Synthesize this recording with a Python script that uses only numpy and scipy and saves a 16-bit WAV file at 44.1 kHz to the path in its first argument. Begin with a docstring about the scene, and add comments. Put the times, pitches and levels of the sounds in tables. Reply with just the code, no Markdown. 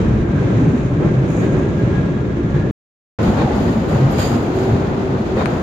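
"""An underground train booms, rumbles and roars through a tunnel, heard from inside as rough rail
shakes its wheels and body. There are two stretches of the ride, with dead silence between them.
In the first a gear whine slowly climbs; in the second the wheels squeal and hum, and something
clicks close by on the left. In both, rail joints knock, steel scrapes on the rail now and then,
and loose door panels rattle."""
import sys
import numpy as np
from scipy import signal
from scipy.fft import rfft, irfft, next_fast_len
from scipy.io import wavfile
from scipy.ndimage import uniform_filter1d, minimum_filter1d

SR = 44100
rng = np.random.default_rng(int(sys.argv[2]) if len(sys.argv) > 2 else 0)


def master_out(mix):
    """Clip the mix to full scale and print it as 16-bit PCM to the path in sys.argv[1]."""
    frames = np.transpose(np.atleast_2d(mix))
    ceiling = np.clip(frames, -1, 1)
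    pcm = np.round(ceiling * 32767).astype(np.int16)
    wavfile.write(sys.argv[1], SR, pcm)


N = 247842
TIME = np.arange(N) / SR
FFT_SIZE = next_fast_len(N)
HZ = np.maximum(np.arange(FFT_SIZE // 2 + 1) * SR / FFT_SIZE, 1)
SIDES = np.array([[1], [-1]])   # left, right
FIRST, SECOND = 0, 1   # the two stretches


def from_db(db):
    """Turn decibels into a gain to multiply by."""
    return 10 ** (np.asarray(db) / 20)


def rms_one(x):
    """Scale a signal so that its average strength (rms) is 1."""
    return x / np.sqrt(np.mean(x ** 2) + 1e-20)


def over_time(rows):
    """Join the points of a table with lines: one curve for each column after the time."""
    times, *columns = np.transpose(rows)
    return [np.interp(TIME, times, column) for column in columns]


def over_frequency(points):
    """Join (frequency, value) points with lines, giving every octave equal room."""
    hz, value = np.transpose(points)
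    return np.interp(np.log(HZ), np.log(hz), value)


def during(start_s, end_s):
    """1 between start and end, 0 outside, with abrupt edges."""
    return np.clip(np.minimum(TIME - start_s, end_s - TIME) / .001, 0, 1)


def envelope(start_s, length_s, attack_s, release_s):
    """Rise to 1 by the start time, hold, then die away."""
    early = np.maximum(start_s - TIME, 0)
    late = np.maximum(TIME - start_s - length_s, 0)
    return np.exp(-np.minimum((early / attack_s) ** 2 + late / release_s, 50))


def pan(balance_db):
    """Left and right gains with the same total power; a positive balance leans left."""
    gains = from_db(SIDES * balance_db / 2)
    return gains / np.sqrt(np.mean(gains ** 2, axis=0))


def white_spectra():
    """The spectra of two unrelated white noises."""
    return rfft(rng.standard_normal((2, FFT_SIZE)))


def drift(rate_hz):
    """A smooth random wander, about 1 in size; a higher rate wanders faster."""
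    step, warm_up = 40, 1000
    keep = np.exp(-2 * np.pi * step * rate_hz / SR)
    noise = rng.standard_normal(N // step + warm_up + 2)
    slow = signal.lfilter([1], [1, -2 * keep, keep * keep], noise)[warm_up:]
    return np.interp(np.arange(N) / step, np.arange(len(slow)), rms_one(slow))


def band(low_hz, high_hz):
    """Gains that let through only the frequencies between low and high."""
    return ((1 + (low_hz / HZ) ** 12) * (1 + (HZ / high_hz) ** 12)) ** -.5


def resonance(hz, width_hz):
    """Gains that peak at 1 on one frequency and fall away on both sides."""
    return 1 / (1 + ((HZ - hz) / width_hz) ** 2)


def ring(hits, hz, ring_s):
    """Each hit starts a sine wave that fades by 60 dB in the ring time."""
    keep = from_db(-60 / (ring_s * SR))
    angle = 2 * np.pi * hz / SR
    return signal.lfilter([0, np.sin(angle)], [1, -2 * keep * np.cos(angle), keep * keep], hits + 1e-18)


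def scattered_tone(phase, width_hz):
    """A tone that takes many paths through the car, so it fades in and out differently on each side."""
    step = 512
    points = np.arange(0, N + step, step)
    keep = np.exp(-2 * np.pi * width_hz * step / SR)
    paths = rng.standard_normal((2, len(points) + 40, 2)) @ [1, 1j]
    fades = signal.lfilter([1], [1, -2 * keep, keep * keep], paths)[:, -len(points):]
    fades = np.array([np.interp(np.arange(N), points, side) for side in fades])
    return rms_one((fades * np.exp(1j * phase)).real)


def swells(rows):
    """Bursts of noise, each around one pitch, that smoothly rise and fall."""
    out = np.zeros(N)
    for middle_s, half_length_s, hz, width_hz, level_db in rows:
        bell = np.exp(-np.minimum(((TIME - middle_s) / half_length_s) ** 2, 50))
        spectrum = rfft(rng.standard_normal(FFT_SIZE)) * resonance(hz, width_hz)
        burst = bell * irfft(spectrum, FFT_SIZE)[:N]
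        out += from_db(level_db) * burst * np.sqrt(np.sum(bell ** 2) / np.sum(burst ** 2))
    return out


def cabin_echo(x, ring_s):
    """Many quick echoes off the walls smear a sound, differently on each side."""
    tail = rng.standard_normal((2, SR // 4)) * from_db(-60 * TIME[:SR // 4] / ring_s)
    return signal.fftconvolve(x, tail, axes=1)[:, :N]


def cabin_noise(colour_db, balance_db, band_hz, flutter_db, flutter_hz):
    """Noise that fills the car from all around: even in the long run, but fluttering quickly."""
    # how alike left and right are; long waves reach both alike: (frequency [Hz], likeness [-1 to 1])
    likeness = [(60, 0.99), (130, 0.98), (290, 0.9), (640, 0.55), (1000, 0.17), (1400, -0.22), (3000, 0.11),
                (15000, -0.12)]
    alike = np.clip(over_frequency(likeness), -1, 1)
    middle, side = white_spectra()
    spectrum = np.sqrt(1 + alike) * middle + np.sqrt(1 - alike) * side * SIDES
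    noise = irfft(spectrum * pan(balance_db) * from_db(colour_db) * band(*band_hz), FFT_SIZE)[:, :N]
    strength = np.sqrt(uniform_filter1d(noise.mean(axis=0) ** 2, size=SR // 12) + 1e-20)
    noise = noise / strength * from_db(flutter_db * drift(flutter_hz))
    return noise / np.sqrt(np.mean(noise.mean(axis=0) ** 2))


def jolts():
    """The wheels jolt over joints and dips, adding thump [dB], clatter [dB] and panel shaking [gain]."""
    # bumps in the rail: (time [s], length [s], thump boost [dB], clatter boost [dB], rattle level [dB])
    bumps = [(0.025, 0.044, -0.5, -1, -59), (1.013, 0.075, 5, 3.5, -61), (1.424, 0.044, 3, 2.5, -41),
             (1.547, 0.053, 1, 2.5, -61), (2.557, 0.048, 2, 3.5, -53), (2.668, 0.012, 1.5, 2, -57),
             (3.243, 0.041, 0, 1, -37), (3.384, 0.038, 0.5, 2.5, -32), (3.681, 0.024, 5, 0, -39),
             (3.916, 0.047, 1.5, 3, -53), (4.192, 0.05, 1, 1.5, -33.5), (4.328, 0.037, 3, 1.5, -54),
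             (4.53, 0.031, 2, -1, -49), (4.735, 0.079, 2, -0.5, -55), (5.121, 0.054, 3, 0.5, -58),
             (5.379, 0.048, 2, 4.5, -31.5)]
    thump_db = clatter_db = shake = 0
    for start_s, length_s, thump, clatter, rattle_db in bumps:
        jolt = envelope(start_s, length_s, attack_s=0.014, release_s=0.01)
        thump_db += thump * jolt
        clatter_db += clatter * jolt
        shake += from_db(rattle_db) * jolt
    return thump_db, clatter_db, shake


def rubbing():
    """How hard a wheel's rim (its flange) rubs the rail over time; between rubs it barely grazes."""
    # rubs on the rail: (time [s], length [s], level [dB])
    rubs = [(0.577, 0.26, -54), (1.292, .04, -50.5), (1.363, 0.075, -46.5), (1.553, 0.1, -60),
            (3.238, 0.053, -42.5), (3.564, 0.16, -44), (3.897, 0.044, -44), (4.128, 0.043, -41),
            (4.201, 0.02, -31), (4.562, 0.072, -44.5), (5.19, .03, -61), (5.373, 0.27, -50)]
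    grazing_db = -67
    return from_db(grazing_db) + sum(
        from_db(db) * envelope(s, length, attack_s=0.02, release_s=0.11) for s, length, db in rubs)


def squeaks():
    """Tiny high squeaks come and go."""
    # squeaks: (middle [s], half length [s], pitch [Hz], width [Hz], level [dB])
    bursts = [(1.31, .035, 9400, 700, -63), (1.32, .025, 14000, 500, -66), (1.38, 0.078, 6940, 160, -54),
              (1.43, 0.036, 12900, 2500, -63), (1.795, 0.0033, 14000, 900, -58),
              (4.119, .012, 11850, 260, -49)]
    return swells(bursts)


def close_clicks():
    """A small thing clicks close by on the left, with no bass; the walls echo it faintly."""
    # light touches: (time [s], strength [dB])
    touches = [(5.4095, -11.5), (5.4584, -6.7)]
    # the notes the thing rings with: (pitch [Hz], level [dB], ring time [s])
    notes = [(1050, -2, .004), (1600, -1, .004), (2270, -4, .0055), (4100, -12, .003), (6400, -15, .002),
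             (9300, -3, .0018), (13200, -6, .0015)]
    hardest_db = max(db for _, db in touches)
    taps = np.zeros(N)
    for time_s, level_db in touches:
        top_hz = 5200 * from_db(level_db - hardest_db) ** 1.5   # a lighter touch is duller
        contact = signal.butter(2, [700, top_hz], "band", fs=SR, output="sos")
        tap = from_db(level_db) * signal.unit_impulse(N, int(time_s * SR))
        taps += signal.sosfilt(contact, tap + 1e-18)
    rings = sum(from_db(db) * ring(taps, hz, ring_s) for hz, db, ring_s in notes)
    return pan(balance_db=22) * rings + from_db(-37) * cabin_echo(np.array([rings, rings]), ring_s=.13)


def panel_rattle(jolt_shake, knocks_per_s, spread_db, idle_db):
    """Loose door panels knock unevenly, hardest on the jolts; each knock mixes their notes anew."""
    # the notes of a door panel: (pitch [Hz], level [dB], ring time [s])
    notes = [(840, -4, 0.021), (1082, 7.5, 0.019), (1540, -4, 0.017), (1820, -4, 0.035), (2390, -3, 0.05),
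             (3220, -5, 0.0073), (3710, -3.5, 0.018), (4160, 4, 0.0041)]
    shake = from_db(idle_db + 1.2 * drift(2.8)) + jolt_shake
    knocks = (rng.random(N) < knocks_per_s / SR) * from_db(spread_db * rng.random(N))
    rings = sum(from_db(db) * ring(knocks * (rng.random((2, N)) - .5), hz, ring_s)
                for hz, db, ring_s in notes)
    softened = signal.sosfilt(signal.butter(2, 5500, fs=SR, output="sos"), rings)
    return shake * rms_one(cabin_echo(softened, ring_s=0.039))


def gear_whine(width_hz, direct_db, scattered_db):
    """Meshing gear teeth whine higher as speed grows, heard through the floor and scattered by the car."""
    # the main whine: (time [s], pitch [Hz], level [dB])
    whine = [(0, 1588, -48), (.25, 1590, -50), (.42, 1590, -45.5), (.75, 1582, -52), (.95, 1586, -50),
             (1.1, 1592, -44.5), (1.3, 1600, -52), (1.5, 1610, -47), (1.7, 1626, -46.5),
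             (1.95, 1644, -40.5), (2.04, 1648, -44), (2.18, 1652, -43), (2.3, 1656, -48),
             (2.7, 1662, -45.5)]
    # weaker tones that climb with it: (pitch multiple [times], level [dB])
    weaker_tones = [(.842, -1.5), (1.065, -9.5), (2, -15)]
    waver_hz, flutter_db = 5, 1.5
    hz, level_db = over_time(whine)
    phase = 2 * np.pi * np.cumsum(hz + waver_hz * drift(rate_hz=20)) / SR
    direct = from_db(direct_db) * np.sin(phase + rng.uniform(0, 2 * np.pi, (2, 1)))
    scattered = from_db(scattered_db) * scattered_tone(phase, width_hz)
    others = sum(from_db(db) * scattered_tone(times * phase, width_hz) for times, db in weaker_tones)
    return from_db(level_db + flutter_db * drift(rate_hz=20)) * (direct + scattered + others)


def steel_scrape(stretch, rub, judder_db):
    """Jerky rubbing makes the steel ring: further off in the first stretch, near in the second."""
    # where the steel rings: (pitch [Hz], width [Hz], level [dB], left minus right [dB])
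    far_steel = [(2440, 160, 3, -1.5), (6500, 590, -0.5, -4.5), (6720, 350, -1, -1),
                 (8000, 530, -11.5, -5.5), (9500, 900, -21.5, 5.5), (12500, 3400, -15.5, -0.5)]
    near_steel = [(1950, 1100, 4, 2), (3160, 280, 0, -1), (4070, 270, -5, 1), (4860, 290, -1.5, -9),
                  (6670, 140, -1, -25), (7020, 140, -4.5, -20), (7770, 200, -14, -14), (8660, 1200, -9, -8),
                  (11500, 600, -10, -3), (12400, 900, -14, -10), (14000, 1500, -11.5, -18)]
    power = 0
    for hz, width_hz, level_db, balance_db in (far_steel, near_steel)[stretch]:
        shape = resonance(hz, width_hz) ** 2 / width_hz
        power += shape * (from_db(level_db) * pan(balance_db)) ** 2
    friction = irfft(white_spectra() * np.sqrt(power), FFT_SIZE)[:, :N]
    return rub * rms_one(friction * from_db(judder_db * drift(55)))


def wheel_squeal(rub, width_hz, lag_s):
    """Rubbing sets the wheel singing; the squeal lags behind the rub but grows more steeply."""
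    # the notes of the wheel: (pitch [Hz], level [dB], left minus right [dB])
    notes = [(3058, -12, 0), (3709, -10, -2), (4307, -11, -2), (4660, -6, -4), (4694, 1.5, -4),
             (4785, -7, -4), (4860, -8, -4), (6585, -6.5, -18), (6622, -4, -18), (6708, -4.5, -18),
             (7090, -7, -18), (7376, -15, -18), (7890, -14, -9), (11094, -21, -4), (11394, -20, -4)]
    hard_rub_db, growth = -28, 2.3
    keep = np.exp(-1 / (lag_s * SR))
    drive = signal.lfilter([1 - keep], [1, -keep], rub) / from_db(hard_rub_db)
    singing = sum(from_db(db) * pan(balance_db) * scattered_tone(2 * np.pi * hz * TIME, width_hz)
                  for hz, db, balance_db in notes)
    return from_db(-34) * drive ** growth * singing


def wheel_hum(start_s, length_s, hz, level_db, waver_hz, flutter_db):
    """A long run of evenly rippled rail makes the wheels hum on one unsteady pitch."""
    phase = 2 * np.pi * np.cumsum(hz + waver_hz * drift(9.3)) / SR
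    fade = envelope(start_s, length_s, attack_s=0.14, release_s=0.14)
    return fade * from_db(level_db + flutter_db * drift(11)) * rms_one(np.sin(phase))


def drones_and_flares():
    """Brief low drones and booms swell in the car, and twice a noisy flare roughens the gear whine."""
    # drones, booms and flares: (middle [s], half length [s], pitch [Hz], width [Hz], level [dB])
    bursts = [(.15, .3, 224.5, 16, -25), (.38, 0.021, 1590, 63, -37.5), (.56, 0.051, 112, 5, -16),
              (.63, 0.027, 269, 14, -13), (.68, 0.013, 160, 14, -9.5), (.745, 0.034, 244, 19, -16),
              (.868, 0.022, 141, 20, -15), (.94, 0.05, 117, 6.5, -20.5), (1.048, 0.019, 622, 25, -27.5),
              (1.17, 0.042, 134, 9.6, -14.5), (1.3, 0.54, 554, 82, -33), (1.6, 0.16, 371, 35.6, -24.5),
              (1.84, 0.033, 113.8, 11, -11.5), (2.41, 0.041, 347, 15, -22), (2.56, 0.049, 135, 20, -17),
              (2.6, 0.12, 1710, 90, -44), (3.28, 0.029, 214, 25, -12.5), (3.45, 0.032, 139, 15, -20),
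              (3.47, 0.16, 805, 71, -28.5), (3.58, 0.22, 214, 42, -22), (3.79, 0.036, 225, 7.2, -18),
              (3.96, 0.045, 140, 32, -16), (3.96, .035, 570, 120, -27), (4.055, 0.054, 133, 7.6, -12.5),
              (4.35, 0.048, 239, 9.9, -18.5), (4.35, 0.02, 120, 18, -18.5), (4.74, 0.04, 116, 20, -12),
              (5.345, 0.033, 360, 21, -18.5), (5.395, .03, 520, 100, -23)]
    return swells(bursts)


def joint_knocks():
    """A blow at a rail joint rings the wheel frame, heard through the floor and again off the walls."""
    # joints that a wheel hits squarely: (time [s], strength [dB])
    joints = [(.915, -25), (1.019, -23), (1.043, -21.5), (1.545, -27), (3.399, -29), (4.346, -28.5),
              (5.389, -27)]
    # the notes of the wheel frame: (pitch [Hz], level [dB], ring time [s])
    notes = [(286, 3.5, 0.15), (339, -9, 0.68), (521, -3.5, 0.05), (590, -2.5, 0.098), (816, -5.5, 0.068),
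             (1070, -8.5, 0.093), (1316, -10.5, 0.13)]
    blows = np.zeros(N)
    for time_s, level_db in joints:
        blows[int(time_s * SR)] = from_db(level_db)
    softened = signal.sosfilt(signal.butter(2, 1500, fs=SR, output="sos"), blows + 1e-18)
    rings = sum((-1) ** k * from_db(db) * ring(softened, hz, ring_s)
                for k, (hz, db, ring_s) in enumerate(notes))
    return rings + from_db(-29) * cabin_echo(np.array([rings, rings]), ring_s=0.18)


def running_noise(stretch, thump_db, clatter_db):
    """Rough rail shakes the car body and floor; the wheels roar, and hiss where they slide."""
    # roughness of the rail, in the first and second stretch: (time [s], level [dB])
    rail_1 = [(0, 3), (.25, -2), (.42, 1.5), (.65, 1), (.78, -0.8), (.9, -3), (.99, -2), (1.1, -1),
              (1.25, 0), (1.55, 0), (1.73, -1), (1.95, 1), (2.1, -1.1), (2.26, -4), (2.48, -2), (2.7, -3)]
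    rail_2 = [(3.19, 2), (3.45, 2.5), (3.84, -1), (4.0, 1.5), (4.3, 1), (4.48, -0.5), (4.7, 1.5),
              (5.05, -1.5), (5.3, -2), (5.52, 1.2), (5.62, -1)]
    # levels on average rail: (shudder [dB], boom [dB], floor [dB], roar [dB], hiss [dB])
    levels_1 = (-26.5, -19.5, -19.5, -29.5, -45.5)
    levels_2 = (-32, -23.5, -20.5, -27, -43.5)
    # tone colour of the car body, the wheels and the hiss: (frequency [Hz], level [dB])
    body_1 = [(12, -56), (20, -45), (54, -17), (81, -14), (123, -0.5), (208, -4), (236, -8.5), (268, -6),
              (315, -7), (346, -8), (419, -14.5), (454, -15.5), (541, -17), (743, -36.5), (900, -29),
              (1170, -64.5), (1980, -120)]
    body_2 = [(12, -47), (20, -19), (49, -1.5), (75, 4), (123, -1), (177, -5), (215, -4), (286, -7),
              (381, -7), (468, -12), (567, -16.5), (900, -38), (1170, -46), (1980, -120)]
    wheels_1 = [(210, -34), (350, 5), (450, -11), (540, -11), (742, -19), (1350, -23.5), (1470, -25),
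                (1620, -22), (1870, -28), (2360, -31.5), (3500, -40), (4550, -68.5), (7700, -120)]
    wheels_2 = [(210, -7), (350, 7), (382, -6), (481, -3), (550, -4.5), (794, -8.5), (1070, -14),
                (1480, -15), (1680, -19.5), (1960, -22), (3500, -40), (4550, -77), (7700, -120)]
    hiss_1 = [(2000, 6.5), (2450, -0.5), (2900, -6.5), (3900, -10), (4500, -16), (5400, -17.5), (6300, -15),
              (6900, -15.5), (7400, -21.5), (8100, -25), (8800, -33.5), (10500, -36.5), (11700, -34.5),
              (15500, -44)]
    hiss_2 = [(2000, 5), (2900, -5), (3900, -8), (4500, -11), (5100, -13.5), (5600, -16.5), (6200, -14),
              (6900, -14.5), (7600, -21), (8500, -30.5), (10200, -31), (11700, -31), (13000, -32),
              (15500, -37)]
    # steady notes of the car: (pitch [Hz], width [Hz], boost [dB])
    notes_1 = [(111.9, 8.9, 3.5), (358.8, 6.3, 4), (410, 17, 5)]
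    notes_2 = [(135, 2.9, 6.5), (211, 3.3, 1.1)]
    # which side is louder: (frequency [Hz], left minus right [dB])
    balance_1 = [(100, 0), (200, 1), (400, 0), (700, -1.5), (1300, 0), (3000, 0), (5000, -2), (6000, -7.5),
                 (6900, -3), (8200, 3.5), (15000, -1)]
    balance_2 = [(100, 1), (400, 0.5), (700, 1.5), (2400, 1.5), (4000, 1.5), (5000, -6), (6000, -14),
                 (6900, -22), (8200, -8), (9800, -2), (12000, -2), (13200, -11), (15000, -17)]
    # the car heaves on its springs and the shudder swells: (time [s], length [s], boost [dB])
    heaves = [(0.033, 0.017, 8), (0.14, 0.1, 7), (0.41, 0.11, 4), (0.618, .03, 2.5), (0.797, 0.15, 2.5),
              (1.07, 0.0305, 6), (1.46, 0.26, 1.5), (1.828, .03, 5.5), (1.93, 0.054, 3), (2.407, 0.038, 4),
              (3.259, 0.04, 10), (3.42, .15, 3.5), (4.078, .03, 7)]
    if stretch == FIRST:
        rail, levels, notes, curves = rail_1, levels_1, notes_1, (body_1, wheels_1, hiss_1, balance_1)
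    else:
        rail, levels, notes, curves = rail_2, levels_2, notes_2, (body_2, wheels_2, hiss_2, balance_2)
    car_colour, wheel_colour, hiss_colour, balance = map(over_frequency, curves)
    car_colour += sum(db * resonance(hz, width_hz) for hz, width_hz, db in notes)
    shudder = cabin_noise(car_colour, balance, band_hz=(22.6, 78.8), flutter_db=1.4, flutter_hz=10)
    boom = cabin_noise(car_colour, balance, band_hz=(89, 177), flutter_db=1.2, flutter_hz=14)
    floor = cabin_noise(car_colour, balance, band_hz=(161, 497), flutter_db=1.02, flutter_hz=33)
    roar = cabin_noise(wheel_colour, balance, band_hz=(471, 2434), flutter_db=-0.32, flutter_hz=31)
    hiss = cabin_noise(hiss_colour, balance, band_hz=(2410, 18000), flutter_db=0.8, flutter_hz=29)
    shudder_db, boom_db, floor_db, roar_db, hiss_db = levels
    rough_db, = over_time(rail)
    heave_db = sum(db * envelope(s, length, attack_s=0.01, release_s=0.068) for s, length, db in heaves)
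    # each layer follows the roughness and the bumps by its own share
    return (from_db(shudder_db + 0.18 * rough_db + heave_db) * shudder
            + from_db(boom_db + 0.89 * rough_db + thump_db) * boom
            + from_db(floor_db + 0.75 * rough_db + 0.7 * thump_db) * floor
            + from_db(roar_db + rough_db + clatter_db) * roar
            + from_db(hiss_db + rough_db + 0.66 * clatter_db) * hiss)


def scene():
    """Two stretches of one ride; the second is brighter, with the scraping wheel near on the right."""
    thump_db, clatter_db, shake = jolts()
    rub = rubbing()
    rattle = panel_rattle(shake, knocks_per_s=260, spread_db=-2.5, idle_db=-51)
    small_sounds = rattle + joint_knocks() + drones_and_flares() + squeaks()
    first = (running_noise(FIRST, thump_db, clatter_db)
             + steel_scrape(FIRST, rub, judder_db=2)
             + gear_whine(width_hz=19, direct_db=0.5, scattered_db=-2))
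    second = (running_noise(SECOND, thump_db, clatter_db)
              + steel_scrape(SECOND, rub, judder_db=-0.5)
              + wheel_squeal(rub, width_hz=20, lag_s=0.02)
              + wheel_hum(start_s=4.45, length_s=.9, hz=386, level_db=-30.3, waver_hz=8.1, flutter_db=4)
              + close_clicks())
    return during(0, 2.711) * (first + small_sounds) + during(3.187, 5.63) * (second + small_sounds)


def record(dry):
    """A limiter briefly turns down the biggest peaks, and the highest treble is cut off steeply."""
    limit_db, cutoff_hz, window = -1.8, 15250, SR // 100
    allowed_gain = np.minimum(1, from_db(limit_db) / (np.abs(dry).max(axis=0) + 1e-9))
    gain = uniform_filter1d(minimum_filter1d(allowed_gain, size=window), size=window)
    return signal.sosfilt(signal.ellip(10, .1, 80, cutoff_hz, fs=SR, output="sos"), dry * gain)


dry = scene()
out = record(dry)
master_out(out)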